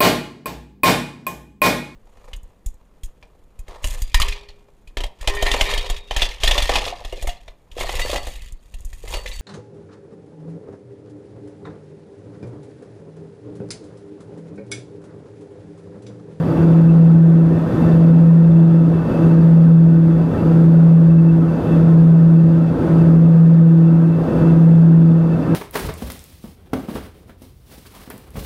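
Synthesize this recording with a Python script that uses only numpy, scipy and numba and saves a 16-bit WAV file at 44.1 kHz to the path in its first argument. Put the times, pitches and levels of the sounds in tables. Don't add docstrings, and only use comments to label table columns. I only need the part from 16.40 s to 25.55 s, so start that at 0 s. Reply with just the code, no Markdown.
import sys
import numpy as np
from scipy import signal
from scipy.io import wavfile
from scipy.ndimage import uniform_filter1d, minimum_filter1d
from numba import njit

SR = 44100
rng = np.random.default_rng(int(sys.argv[2]) if len(sys.argv) > 2 else 0)


def generate_wav(signal):
    frames = np.transpose(np.atleast_2d(signal))
    scaled = np.clip(frames, -1, 1) * 32767
    pcm = np.round(scaled).astype(np.int16)
    wavfile.write(sys.argv[1], SR, pcm)


N = 403505


def gain_of(db):
    return 10 ** (np.asarray(db) / 20)


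def evened(x):
    return x / np.sqrt(np.mean(x ** 2) + 1e-20)


def curve(rows):
    t, value = np.transpose(rows)
    return np.interp(np.arange(N) / SR, t, value)


def wander(top_hz):
    step = 256
    t = np.arange(0, N + step, step) / SR
    hz = np.geomspace(1, top_hz, num=24)[:, None]
    start_turns = rng.random(hz.shape)
    waves = np.sin(2 * np.pi * (hz * t + start_turns)) / np.sqrt(hz)
    return np.interp(np.arange(N) / SR, t, evened(waves.sum(0)))


CANCEL_TIMES = [.1, 1.315, 2.715, 3.955, 5.228, 6.378, 7.906, 9.04]
AGREE_SHARE = 0.54
# (t/s, f/Hz)
BLADE_RATE = [(0, 164.5), (1.3, 164.5), (1.9, 165.4), (2.5, 164.7), (3, 164.5), (4.7, 164.5), (5.5, 164.15),
              (6, 164.45), (7.6, 164.5), (8.2, 164.3), (9.15, 164.3)]
# (multiple, slower propeller level/dB,
# faster propeller level/dB, starting phase of the slower/turns, lead of the faster/turns)
BLADE_ORDERS = [(1, -8.5, -9.2, 0, .5), (2, -29, -27.5, .65, .57), (3, -38.5, -43, .1, .79),
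                (4, -52, -55, .3, .45), (5, -53, -59, .3, .45), (6, -50, -57, .3, .45),
                (7, -52, -59, .3, .45)]
# (t/s, level/dB)
PROPELLER_LOAD = [(0, -2.5), (2, -1.5), (3.3, -1), (4.6, -1.5), (5.8, -1.8), (7.1, -0.8), (8.5, -1.9),
                  (9.15, -3)]


def propellers():
    agree_times = CANCEL_TIMES[:-1] + AGREE_SHARE * np.diff(CANCEL_TIMES)
    t = np.sort(np.r_[CANCEL_TIMES, agree_times])
    t = np.r_[2 * t[0] - t[1], t, 2 * t[-1] - t[-2]]
    gained = curve(np.c_[t, (np.arange(len(t)) + 1) / 2])
    mid_turns = np.cumsum(curve(BLADE_RATE)) / SR
    slow_turns = mid_turns - gained / 2
    fast_turns = mid_turns + gained / 2

    out = np.zeros(N)
    for k, slow_db, fast_db, start, lead in BLADE_ORDERS:
        shake_db = .38 * min(k, 5) ** 1.1
        slow_gain = gain_of(slow_db + shake_db * wander(20))
        slow = slow_gain * np.cos(2 * np.pi * (k * slow_turns + start))
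        fast_gain = gain_of(fast_db + shake_db * wander(24))
        fast = fast_gain * np.cos(2 * np.pi * (k * fast_turns + start + lead))
        out += np.sqrt(2) * (slow + fast)
    out *= gain_of(curve(PROPELLER_LOAD))
    return out - 0.115 * out ** 2


# (f/Hz, level/dB per Hz)
RUSH_COLOUR = [(20, -36.5), (45, -17.5), (65, -5), (100, -3.5), (140, 1.5), (215, -2.5), (265, 0.5),
               (430, -11), (500, -6), (800, -18.5), (1500, -28), (2200, -37.5), (5000, -49), (9000, -57),
               (15200, -62.5)]
# (f/Hz, width/Hz, level over the rush/dB)
PANEL_HUMPS = [(256, 16, 3), (370, 77, 3.5), (480, 33, 2.5), (888, 30, 4.5), (1292, 100, 6), (1487, 49, 6),
               (1597, 68, 5), (1803, 63, 6.5), (2615, 60, 6), (2666, 60, 7.5), (3400, 100, 3),
               (3550, 130, 5), (4660, 170, 4.5), (11400, 800, 4.5)]
# (t/s, level/dB)
RUSH_LEVEL = [(0, -0.5), (1.1, 1.05), (2.3, 0.3), (4.6, 0.1), (7.1, 0.27), (9.15, 0)]
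RUSH_DB = -20.5


def rush(patchy_db=0.5, gust_db=-0.49, fitful=0.39, moody=0.18, waver=.25):
    size, hop = 2048, 512
    frames = N // hop + 2 * size // hop
    hz = np.fft.rfftfreq(size, 1 / SR)

    def unsteady(smooth_frames):
        return evened(uniform_filter1d(rng.standard_normal(frames), size=smooth_frames))

    real, imag, patches = rng.standard_normal((frames, len(hz), 3)).T
    patches = uniform_filter1d(patches, size=30, axis=0)
    patches = evened(uniform_filter1d(patches, size=5, axis=1))
    gusts = unsteady(6)
    lumps = unsteady(4)

    f, level_db = np.transpose(RUSH_COLOUR)
    colour_db = np.interp(np.log(hz + 1), np.log(f + 1), level_db)
    buffet_db = 2.5
    bass = 1 / (1 + (hz / 130) ** 2)
    field_db = colour_db[:, None] + patchy_db * patches + gust_db * gusts
    field_db += buffet_db * bass[:, None] * lumps
    for centre_hz, width, db in PANEL_HUMPS:
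        fits = unsteady(3)
        spells = unsteady(30)
        sway = unsteady(8)
        hump = np.exp(-2 * ((hz[:, None] - centre_hz) / width - waver * sway) ** 2)
        field_db += db * hump * (1 + fitful * fits + moody * spells)

    spectra = (real + 1j * imag) * gain_of(field_db)
    air = signal.istft(spectra, nperseg=size, noverlap=size - hop)[1]
    air = air[size:][:N]
    return gain_of(RUSH_DB + curve(RUSH_LEVEL)) * evened(air)


# (f/Hz, rms level/dB)
LONE_TONES = [(1049, -54.5), (2857, -79.5), (14669, -94)]
# (t/s, parts per thousand off its mean)
ENGINE_DRIFT = [(0, .1), (1.8, -.5), (4.5, .2), (5.7, -.1), (8.1, .7), (9.15, .1)]
COMB_TONES = [8859, 11385, 13192]
# (steps above its COMB_TONES tone, rms level there/dB, loss per step/dB)
COMB_LEVELS = [(.6, -74, 6), (.4, -80, 3.5), (0, -86.5, 4.5)]
COMB_STEP_HZ, COMB_SIDES = 164.1, 4


def whine():
    steps = np.arange(-COMB_SIDES, COMB_SIDES + 1)
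    combs = []
    for hz, (top, db, fall_db) in zip(COMB_TONES, COMB_LEVELS):
        comb_hz = hz + COMB_STEP_HZ * steps
        comb_db = db - fall_db * abs(steps - top)
        combs.append(np.c_[comb_hz, comb_db])
    speed = 1 + curve(ENGINE_DRIFT) / 1000

    out = np.zeros(N)
    for hz, db in np.vstack([LONE_TONES, *combs]):
        turns = np.cumsum(hz * (speed + 2e-4 * wander(30))) / SR
        flicker = gain_of(db + 3 * wander(25))
        out += np.sqrt(2) * flicker * np.cos(2 * np.pi * turns)
    return out


def scene():
    return (propellers() + rush() + whine())[None]


@njit
def release(cut, rate):
    out, now = np.empty(len(cut)), 0.
    for i in range(len(cut)):
        now = max(cut[i], now + rate * (cut[i] - now))
        out[i] = now
    return out


CEILING = .71
EDGE_HZ = 15290


def record(dry):
    x = signal.lfilter([1, -1], [1, -.997], dry[0])
    keep = np.exp(-1 / (.1 * SR))
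    power = signal.lfilter([1 - keep], [1, -keep], x ** 2, zi=[.07])[0]
    heard_db = 10 * np.log10(power + 1e-9)
    over_db = np.maximum(heard_db + 18.5, 0)
    x = x * gain_of(5.5 - .62 * over_db)
    room = minimum_filter1d(np.minimum(CEILING / (abs(x) + 1e-9), 1), size=177)
    cut = release(1 - room, 1 / (0.029 * SR))
    x = x * (1 - uniform_filter1d(cut, size=89))
    low_pass = signal.firwin(2047, EDGE_HZ, window=("kaiser", 9), fs=SR)
    return signal.oaconvolve(x, low_pass, "same")[None]


dry = scene()
out = record(dry)
generate_wav(out)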